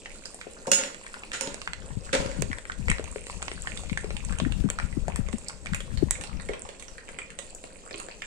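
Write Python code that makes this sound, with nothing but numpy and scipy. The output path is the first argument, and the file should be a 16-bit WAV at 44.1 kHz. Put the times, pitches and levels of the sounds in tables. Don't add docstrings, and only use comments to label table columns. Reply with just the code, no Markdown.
import sys
import numpy as np
from scipy import signal
from scipy.io import wavfile
from scipy.ndimage import uniform_filter1d, map_coordinates

SR = 44100
rng = np.random.default_rng(int(sys.argv[2]) if len(sys.argv) > 2 else 0)


def transcribe(u):
    v = np.clip(np.atleast_2d(u).T, -1, 1)
    q = np.round(v * 32767).astype(np.int16)
    wavfile.write(sys.argv[1], SR, q)


N = 364354

# frequency in Hz, relative density in dB.
ROOM_TONE_SPECTRUM = [(12, -47), (20, 19.5), (59, -4), (122, -12), (187, -0.5), (333, -4.5), (529, 0.5),
                      (749, -12.5), (1440, -20.5), (2600, -19.5), (4400, -120)]
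WOOD_SPECTRUM = [(300, -9), (1500, -1), (3000, -6.5), (5000, -5), (7700, 14), (10000, 6), (13000, 3),
                 (16000, 11.5)]
CLATTER_SPECTRUM = [(500, -21), (900, -19), (1400, 5), (2800, -0.5), (4300, -6.5), (5700, -8.5), (7500, -4),
                    (9300, -10), (15500, -37)]
FIZZ_SPECTRUM = [(500, -38), (900, -16), (1700, -37), (2500, -0.5), (3300, -4.5), (4800, -3.5),
                 (6000, -4.5), (7700, 5.5), (9100, -1), (12000, -7), (15500, -46)]
CRACKLE_SPECTRUM = [(250, -56), (500, 2), (1100, -10.5), (2300, -6), (3500, -6), (5500, -7), (7700, 2),
                    (9200, 0), (15500, -30)]
SLAP_SPECTRUM = [(500, -6.5), (1000, 2.5), (2200, 7), (4000, -3), (6000, -11), (12000, -32)]
SPIT_SPECTRUM = [(3000, -45), (5000, -24), (6500, -10), (7700, 0), (8800, -5), (11000, -15), (16000, -30)]

# time in seconds, rumble level in dB.
RUMBLE_LEVEL = [(0.0, -56), (0.85, -62), (1.1, -58.5), (2.51, -34.5), (2.64, -50), (2.92, -24), (3.01, -40),
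                (3.26, -46), (4.51, -29), (4.71, -36.5), (5.17, -32), (5.52, -48.5), (5.71, -36.5),
                (5.86, -40), (6.03, -27.5), (6.26, -48), (6.37, -33.5), (6.65, -52.5), (8.26, -55.5)]
# start in seconds, level in dB, nominal pitch in Hz, t60 in seconds.
BUFFETS = [(1.901, -32, 167, 0.94), (1.97, -11.5, 134.6, 0.064), (2.135, -14, 280, 0.025),
           (2.256, -15, 188, 0.071), (2.385, -18.5, 208, 0.27), (2.499, -20, 174, 0.11),
           (2.793, -20, 204, 0.12), (2.894, -10.5, 148, 0.075), (3.916, -12, 141, 0.066),
           (4.305, -25, 200, 0.1), (4.415, -19, 223, 0.5), (4.459, -13.5, 194, 0.19),
           (4.641, -10.5, 256, 0.15), (4.841, -25, 166.5, 0.15), (4.969, -12, 198, 0.1),
           (5.189, -12, 195, 0.1), (5.336, -12, 229, 0.072), (5.718, -15, 165, 0.12),
           (6.025, -2.5, 207.5, 0.064), (6.338, -30.5, 185, 0.23)]
# start in seconds, peak in dB, left minus right in dB.
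WOOD_SNAPS = [(2.4211, -8.5, -22.5), (4.701, -11, 18), (6.1089, 3, -10)]
# start in seconds, rim level in dB, belly level in dB.
DISH_TAPS = [(7.188, -37, -55), (7.218, -31, -59), (7.91, -43, -48), (7.945, -39, -41), (8.228, -35, -69)]
# frequency in Hz, t60 in seconds.
DISH_RIM, DISH_BELLY = [(2400, 0.038)], [(330, 0.21), (400, 0.14)]
# start in seconds, level in dB, relative tray drive in dB,
# left minus right in dB, relative steel drive in dB, tick pitch in Hz.
TIN_KNOCKS = [(0.6695, -31, 2, -4, -3, 7600), (0.7158, -9.5, -10, -2, 1, 7000),
              (0.7328, -18, -9, 6, 2, 2800), (0.8358, -24, -23, 1, -4, 2800),
              (1.3326, -34, -6, -7, 0, 4000), (1.4095, -22, 6, -8, -7, 7400),
              (1.4723, -28, 14, -1.5, -15, 2800), (2.1302, -20, -1, -2, -34, 2300),
              (2.1501, -17.5, 8.5, 0, -26, 2100), (2.2007, -37.5, 23.5, 4, -10, 2000)]
# start in seconds, level in dB, t60 in seconds, relative tray drive in dB.
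TIN_RATTLES = [(0.669, -43, 0.07, 25), (0.714, -30.5, 0.089, 9.5), (0.772, -38, 0.49, 6),
               (1.331, -35, 0.2, -2), (1.408, -47.5, 0.89, 10.5), (2.127, -29, 0.21, 8),
               (2.2, -52, 4.3, 13.5)]
# frequency in Hz, weight in dB, nominal ring time in seconds.
TIN_MODES = [(1490, -9, .1), (2830, -3, .1), (3332, -15, .2), (4237, -11, .08), (4899, -12, .12),
             (5491, -4, .2), (6150, -8, .08), (6638, -7, .11), (6907, -2.5, .36), (7499, -10, .2),
             (7741, -9, .2), (8296, -6, .1), (8770, -10, .14), (9373, -12, .3), (10220, -4, .3),
             (11050, -5, .3), (14200, -17, .2)]
# frequency in Hz, width in Hz, gain in dB.
TRAY_MODES = [(190, 70, -10), (260, 50, -10), (465, 70, -9), (528, 60, -1), (705, 90, -10), (850, 120, -11)]
# time in seconds, level in dB.
FIZZ_LEVEL = [(0, -56.5), (1, -55), (1.8, -57), (2.6, -56.5), (3.5, -53.5), (4.3, -57), (5, -59),
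              (5.6, -58), (6.5, -60), (7.4, -60), (8.26, -55.5)]
# start in seconds, level in dB, t60 in seconds.
SPATTERS = [(2.885, -24.5, 0.12), (6.2, -46, 0.63), (6.49, -42, 0.32), (7.91, -52, 0.87), (8.2, -55, .4)]
# start in seconds, ring peak in dB, ring pitch in Hz, slap peak in dB,
# spit peak in dB, left minus right in dB.
BURSTS = [(0.058, -32, 2000, -27.5, -51, -2), (0.256, -28.5, 5000, -31.5, -30, -2),
          (0.344, -41.5, 614, -39, -26, 4), (0.413, -34, 1680, -27.5, -40, -3),
          (0.468, -31.5, 495, -59, -57, 7), (0.945, -50, 549, -28.5, -36, -1),
          (1.065, -31, 1790, -35.5, -44, 2), (1.141, -31, 1490, -27.5, -33, 3.5),
          (1.235, -27, 2440, -30.5, -49, 2), (1.317, -29, 1790, -27, -33, -3),
          (1.543, -34.5, 590, -28, -26.5, -5), (1.616, -47, 1760, -24.5, -33, -5.5),
          (1.675, -19.5, 1400, -19.5, -36, -0.5), (1.733, -27.5, 1950, -24.5, -31.5, -6.5),
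          (2.092, -31, 1490, -48, -60, 2), (2.261, -32, 5070, -25.5, -32, 2),
          (2.422, -26.5, 470, -24, -28, -14.5), (2.515, -27, 1980, -34, -50, 5),
          (2.53, -19.5, 1740, -29, -33.5, -1), (2.584, -40, 574, -27.5, -31, 7),
          (2.653, -37, 2500, -30, -36, 7), (2.698, -20, 1520, -34, -50, -1.5),
          (2.719, -38, 2090, -26, -39, -2), (2.883, -16.5, 2080, -23, -30, 0),
          (2.9, -15.5, 2120, -21.5, -16.5, -4), (2.915, -13, 1920, -17.5, -22, 1),
          (2.983, -36, 1290, -24, -52, -2), (2.995, -24, 440, -29, -40, 4.5),
          (3.041, -42, 875, -35, -28.5, -8), (3.159, -26, 443, -28, -52, 5.5),
          (3.267, -40, 417, -31, -31, -1), (3.298, -30.5, 990, -28, -52, 3), (3.42, -34, 1510, -25, -37, 0),
          (3.426, -33, 2000, -21, -23, -1), (3.481, -30.5, 1066, -19.5, -56, -2),
          (3.515, -34, 420, -23.5, -48, 2), (3.62, -62, 477, -53, -23.5, 9),
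          (3.672, -18, 1750, -22.5, -36, -2.5), (3.774, -26.5, 3500, -31, -29.5, -4.5),
          (3.835, -36.5, 705, -37, -35, 4), (3.896, -30, 2240, -27.5, -49, 3),
          (3.93, -30, 2350, -49, -42, -13), (3.974, -16.5, 1730, -19.5, -29, -0.5),
          (4.043, -28.5, 430, -31, -38, 7), (4.105, -31.5, 520, -25.5, -49, 4),
          (4.167, -31, 2840, -26.5, -31, -9.5), (4.249, -64, 630, -36.5, -29, -9),
          (4.324, -39, 503, -26.5, -28, 0), (4.386, -29.5, 2760, -39, -28, -8),
          (4.4, -28, 674, -13.5, -47, 0), (4.45, -24.5, 1760, -36, -50, -5),
          (4.522, -27, 2770, -30, -34, -5), (4.688, -32.5, 1220, -33, -39, -6),
          (4.701, -33, 494, -22, -22, -1), (4.787, -21.5, 1340, -24, -31, -6.5),
          (4.799, -28.5, 1880, -29, -39.5, 16.5), (4.927, -35.5, 2000, -47, -54, -9),
          (5.081, -22, 647, -28, -29.5, 6), (5.099, -32, 890, -40, -42.5, -5),
          (5.159, -55, 640, -24, -20, 6), (5.286, -37, 520, -29, -38, -7),
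          (5.329, -41, 454, -26, -33, -3.5), (5.383, -53, 2000, -45, -30, -3),
          (5.484, -24, 4930, -49, -20, 4), (5.497, -30, 1460, -28.5, -37, -3),
          (5.659, -39, 700, -25.5, -31, 2), (5.669, -31, 2220, -38, -40, -18),
          (5.734, -25.5, 1570, -25.5, -34, -3), (5.746, -22, 2160, -25, -17.5, 0),
          (5.804, -39.5, 500, -25, -29, 3), (5.974, -32.5, 4200, -31, -41, -6.5),
          (6.108, -37, 2020, -24, -15, 1.5), (6.154, -29.5, 2100, -44, -39, -7),
          (6.211, -36, 2300, -31, -27, -2), (6.237, -35.5, 790, -28.5, -28, -2),
          (6.398, -38, 1990, -34.5, -49, -7), (6.488, -26.5, 2000, -29, -38, -3),
          (6.493, -24.5, 486, -49, -42, 0.5), (6.534, -35.5, 560, -26, -40, -2),
          (6.651, -34.5, 855, -36.5, -52, 2), (6.689, -37, 525, -30, -37, -2.5),
          (6.797, -38.5, 3640, -41, -32, -4), (6.824, -38, 2680, -34, -32, -3),
          (6.882, -35.5, 5840, -36, -48, -3), (6.981, -33.5, 1810, -35, -42, -2),
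          (7.088, -43, 520, -29.5, -36, 2), (7.187, -28.5, 1900, -28, -28.5, -3),
          (7.303, -36, 2730, -35, -36.5, 0), (7.388, -38, 526, -26.5, -24.5, -3.5),
          (7.548, -44, 550, -67, -26.5, 8), (7.639, -34.5, 543, -31.5, -35, 1),
          (7.909, -35, 440, -30, -39, 2), (7.942, -31, 3050, -29.5, -47, -8),
          (7.999, -37, 1980, -24, -25, -2), (8.085, -34, 610, -33.5, -40, 5),
          (8.22, -30, 2280, -25, -34, -1)]

# time in seconds, echo offset in dB.
DISTANCE_ECHO = [(0, 3.5), (1.8, -1.5), (5.6, 1), (6.3, 6.5), (8.26, 3)]
# frequency in Hz, t60 in seconds.
KITCHEN_T60 = [(300, 0.35), (1500, 0.28), (5000, 0.31), (10000, 0.25)]
# time in seconds, left delay in ms.
PORT_LAG = [(0, 0.039), (.75, 0.26), (1.7, 0.14), (2.2, 0.46), (3.0, 0.13), (5.7, 0.17), (6.3, 0.39),
            (8.3, 0.44)]
# frequency in Hz, left minus right in dB.
PORT_SHADING = [(300, 0), (1300, 3.5), (2400, -1.5), (4400, -7), (8000, -5.5), (15000, 15.5)]
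# frequency in Hz, gain in dB.
PORT_RESPONSE = [(9300, 2), (9800, -8.5), (11000, -10), (15000, -16.5)]


def amp(db):
    return 10 ** (np.asarray(db) / 20)


def unit_rms(x):
    return x / np.sqrt(np.mean(x ** 2) + 1e-20)


def unit_peak(x):
    return x / abs(x).max()


def at_hz(points, hz):
    points_hz, value = np.transpose(points)
    return np.interp(np.log(hz + 1), np.log(points_hz + 1), value)


def curve(points):
    return np.interp(np.arange(N) / SR, *np.transpose(points))


def add(mix, start_s, sound):
    part = mix[..., round(start_s * SR):][..., :sound.shape[-1]]
    part += sound[..., :part.shape[-1]]


def panned(x, pan_db):
    return amp(np.array([[pan_db], [-pan_db]]) / 2) * x


def coloured(x, spectrum, size=4096):
    gain_db = np.maximum(at_hz(spectrum, abs(np.fft.fftfreq(size, 1 / SR))), -100)
    response = np.exp(np.conj(signal.hilbert(np.log(amp(gain_db)))))
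    taps = np.fft.ifft(response).real[:size // 2]
    return signal.oaconvolve(x, taps.reshape((1,) * (x.ndim - 1) + (-1,)), axes=-1)[..., :x.shape[-1]]


def resonate(x, hz, width_hz):
    r = np.exp(-np.pi * width_hz / SR)
    return signal.lfilter([1 - r, 0, r - 1], [1, -2 * r * np.cos(2 * np.pi * hz / SR), r * r], x)


def wander(rate_hz):
    return unit_rms(signal.sosfilt(signal.butter(2, rate_hz, fs=SR, output="sos"), rng.standard_normal(N)))


def clicks(per_s, spread_db):
    size = amp(spread_db * np.minimum(rng.exponential(1, N), 3)) * rng.choice([-1., 1.], N)
    return size * (rng.random(N) < per_s / SR)


def swell_decay(db, t60_s, rise_s):
    t = np.arange(SR) / SR
    return amp(db - 60 * t / t60_s) * (1 - np.exp(-t / rise_s))


def room_tone(level_db=-52.5):
    shared, left, right = rng.standard_normal((3, N))
    murmur = np.array([shared + .5 * left, shared + .5 * right]) * amp(1.5 * wander(8))
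    return amp(level_db) * unit_rms(coloured(murmur, ROOM_TONE_SPECTRUM))


def air(flutter_db=-4, wobble_turns=.3):
    rumble = rng.standard_normal((2, N))
    rumble = unit_rms(coloured(rumble, [(12, -40), (25, 6.5), (70, -1.5), (130, -19.5), (400, -53)]))
    flutter = rng.standard_normal(N)
    flutter = unit_rms(coloured(flutter, [(60, 1), (110, -6), (180, -.5), (300, -16.5), (600, -41.5)]))
    left_db = curve(RUMBLE_LEVEL)
    left = amp(left_db + 3 * wander(26)) * (rumble[0] + amp(flutter_db + 3.5 * wander(9)) * flutter)
    t = np.arange(5000) / SR
    wobble = wobble_turns * wander(33.6)
    for start_s, db, hz, t60_s in BUFFETS:
        turns = hz * (0.579 * t + 0.703 * 0.0124 * (1 - np.exp(-t / 0.0091)))
        turns += wobble[round(start_s * SR):][:len(t)]
        add(left, start_s, swell_decay(db, t60_s, rise_s=.0042)[:len(t)] * np.sin(2 * np.pi * turns))
    right = amp(0.54 * left_db - 33.5 + wander(26)) * rumble[1]
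    return np.array([left, right])


def wood_snaps(tear_gain=.12, tear_s=.0004):
    out, t = np.zeros((2, N)), np.arange(600) / SR
    click = t == t[30]
    tear = tear_gain * np.exp(-((t - t[30]) / tear_s) ** 2)
    for start_s, db, pan_db in WOOD_SNAPS:
        snap = coloured(click + rng.standard_normal(len(t)) * tear, WOOD_SPECTRUM)
        add(out, start_s, panned(amp(db) * unit_peak(snap), pan_db))
    return out


def dish():
    out, t = np.zeros((2, N)), np.arange(SR // 4) / SR
    rim, belly = (sum(amp(-60 * t / t60_s) * np.sin(2 * np.pi * hz * t) for hz, t60_s in modes)
                  for modes in (DISH_RIM, DISH_BELLY))
    for start_s, rim_db, belly_db in DISH_TAPS:
        add(out, start_s, amp(rim_db) * rim + amp(belly_db) * belly)
    return out


def tins(length_s=3, knock_rise_s=.0006, knock_fall_s=.0016, rattle_stop_s=.2, rattle_ring_db=-27):
    length = length_s * SR
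    clatter, tray_drive, steel_drive, ticks = np.zeros((4, 2, length))
    t = np.arange(400) / SR
    for start_s, db, tray_db, pan_db, ring_db, tick_hz in TIN_KNOCKS:
        noise = rng.standard_normal((2, len(t)))
        knock = noise * amp(db) * (1 - np.exp(-t / knock_rise_s)) * np.exp(-t / knock_fall_s)
        blow = (t == 0) + .07 * noise[0] * np.exp(-t / .0004)
        add(clatter, start_s, panned(knock * amp(-7), pan_db))
        add(ticks, start_s, panned(resonate(knock, tick_hz, tick_hz / 2), pan_db))
        add(tray_drive, start_s, knock[0] * amp(tray_db))
        add(steel_drive, start_s, panned(amp(db + ring_db) * blow, pan_db))
    contacts = np.array([unit_rms(clicks(per_s=2500, spread_db=2.5)) for _ in range(2)])
    hand_damping = np.exp(-(np.arange(SR) / SR / rattle_stop_s) ** 4)
    for start_s, db, t60_s, tray_db in TIN_RATTLES:
        envelope = swell_decay(db, t60_s, rise_s=.003) * hand_damping
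        rattle = contacts[:, round(start_s * SR):][:, :SR] * envelope
        add(clatter, start_s, rattle)
        add(steel_drive, start_s, rattle * amp(rattle_ring_db))
        add(tray_drive, start_s, (rattle[0] + 0.16 * rattle) * amp(tray_db))
    steel_drive += 1e-12
    tray_drive += 1e-12 * contacts[:, :length]
    ring = sum(amp(db) * ring_s * resonate(steel_drive, hz, 2.9 / ring_s) for hz, db, ring_s in TIN_MODES)
    tray = sum(amp(db) * resonate(resonate(tray_drive, hz, width_hz), hz, 4 * width_hz)
               for hz, width_hz, db in TRAY_MODES)
    ring *= amp(55 + 1.5 * wander(30)[:length])
    out = amp(11) * (coloured(clatter, CLATTER_SPECTRUM) + ticks) + ring + amp(20) * tray
    return np.pad(out, ((0, 0), (0, N - length)))


def seethe(x, depth_db):
    bins = signal.stft(x, nperseg=256)[2]
    patches = uniform_filter1d(rng.standard_normal(bins.shape[1:]), size=8, axis=0)
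    patches = uniform_filter1d(patches, size=14, axis=1)
    return signal.istft(bins * amp(depth_db * unit_rms(patches)), nperseg=256)[1][:, :N]


def fizz():
    grains = unit_rms(clicks(per_s=700, spread_db=3.2))
    hiss = grains + .8 * rng.standard_normal((2, N))
    hiss *= amp(2.5 * wander(11))
    hiss *= amp(2 * wander(79))
    return amp(curve(FIZZ_LEVEL)) * unit_rms(seethe(coloured(hiss, FIZZ_SPECTRUM), depth_db=2))


def bubble(hz, t60_cycles, glide_per_s=0.33):
    t = np.arange(2000) / SR
    swell = 1 - np.exp(-(t * hz / .8) ** 2)
    decay = amp(-60 * t * hz / t60_cycles)
    return unit_peak(decay * swell * np.sin(2 * np.pi * hz * t * (1 + glide_per_s * t)))


def crackle(over_fizz_db=-2.5):
    gain = amp(curve(FIZZ_LEVEL) + over_fizz_db)
    for start_s, db, t60_s in SPATTERS:
        add(gain, start_s, swell_decay(db, t60_s, rise_s=.0037))
    out = np.zeros((2, N))
    for hz, pan_db in zip(np.geomspace(450, 9000, num=18), rng.normal(0, 10.5, 18)):
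        grain = bubble(hz, t60_cycles=9 + hz / 400) * np.sqrt(hz)
        out += panned(signal.oaconvolve(clicks(per_s=9, spread_db=1.8), grain)[:N], pan_db)
    out *= amp(3 * wander(9))
    return gain * unit_rms(coloured(out, CRACKLE_SPECTRUM))


def plops():
    out = np.zeros((2, N))
    for hz, pan_db in zip(np.geomspace(800, 3200, num=14), rng.normal(0, 12.5, 14)):
        grain = bubble(hz, t60_cycles=12, glide_per_s=3)
        out += panned(signal.oaconvolve(clicks(per_s=6, spread_db=2.5), grain)[:N], pan_db)
    return amp(curve(FIZZ_LEVEL)) * unit_rms(out * amp(4 * wander(7)))


def bursting_bubbles(pot_t60_s=.04):
    out, t = np.zeros((2, N)), np.arange(2000) / SR
    rupture = np.exp(-((t - .001) / .0007) ** 2)
    rupture += .4 * (1 - np.exp(-t / .001)) * np.exp(-t / .002)
    wall_decay = amp(-60 * t / pot_t60_s) * (t > .001)
    echo_db = curve(DISTANCE_ECHO) - 7
    for start_s, ring_db, hz, slap_db, spit_db, pan_db in BURSTS:
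        noise = rng.standard_normal((5, len(t)))
        jolt = (noise[0] + .5 * noise[1:3]) * rupture
        burst = amp(ring_db) * bubble(hz, t60_cycles=5 + .0035 * hz)
        burst = burst + amp(slap_db) * unit_peak(coloured(jolt, SLAP_SPECTRUM))
        burst += amp(spit_db) * unit_peak(coloured(jolt, SPIT_SPECTRUM))
        echo = signal.oaconvolve(burst, noise[3:] * wall_decay, axes=1)[:, :len(t)]
        echo *= amp(echo_db[round(start_s * SR)]) * np.linalg.norm(burst) / np.linalg.norm(echo)
        add(out, start_s, panned(burst + echo, pan_db))
    return out


def kitchen(x):
    taps = np.zeros((2, SR // 2))
    slots = np.arange(200, SR // 2 - 20, 20)
    arrivals = slots + rng.integers(0, 20, (2, len(slots)))
    np.put_along_axis(taps, arrivals, rng.choice([-1., 1.], arrivals.shape), 1)
    hz, t, bins = signal.stft(taps, SR, nperseg=256)
    tail = signal.istft(bins * amp(-60 * t / at_hz(KITCHEN_T60, hz)[:, None]), SR, nperseg=256)[1]
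    return signal.oaconvolve(x, tail / np.linalg.norm(tail[0]), axes=1)[:, :N]


def ports(x):
    delayed = map_coordinates(x[0], [np.arange(N) - curve(PORT_LAG) * SR / 1000], order=3)
    left = coloured(delayed, [(hz, db / 2) for hz, db in PORT_SHADING])
    right = coloured(x[1], [(hz, -db / 2) for hz, db in PORT_SHADING])
    return np.array([left, right])


def scene():
    frying = fizz() + crackle() + plops()
    bursts = bursting_bubbles()
    steel = tins() + dish()
    snaps = wood_snaps()
    burst_send_db = curve(DISTANCE_ECHO) - 8.5
    reverb = kitchen(amp(-4) * (frying + steel) + amp(burst_send_db) * bursts + amp(-19) * snaps)
    return ports(frying + bursts + steel + reverb) + snaps + air() + room_tone()


def record(dry, ceiling=.9, cutoff_hz=15900):
    clipped = ceiling * np.tanh(coloured(dry, PORT_RESPONSE) / ceiling)
    lowpass = signal.firwin(511, cutoff_hz, window=("kaiser", 9), fs=SR)
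    return signal.oaconvolve(clipped, lowpass[None], "same")


dry = scene()
out = record(dry)
transcribe(out)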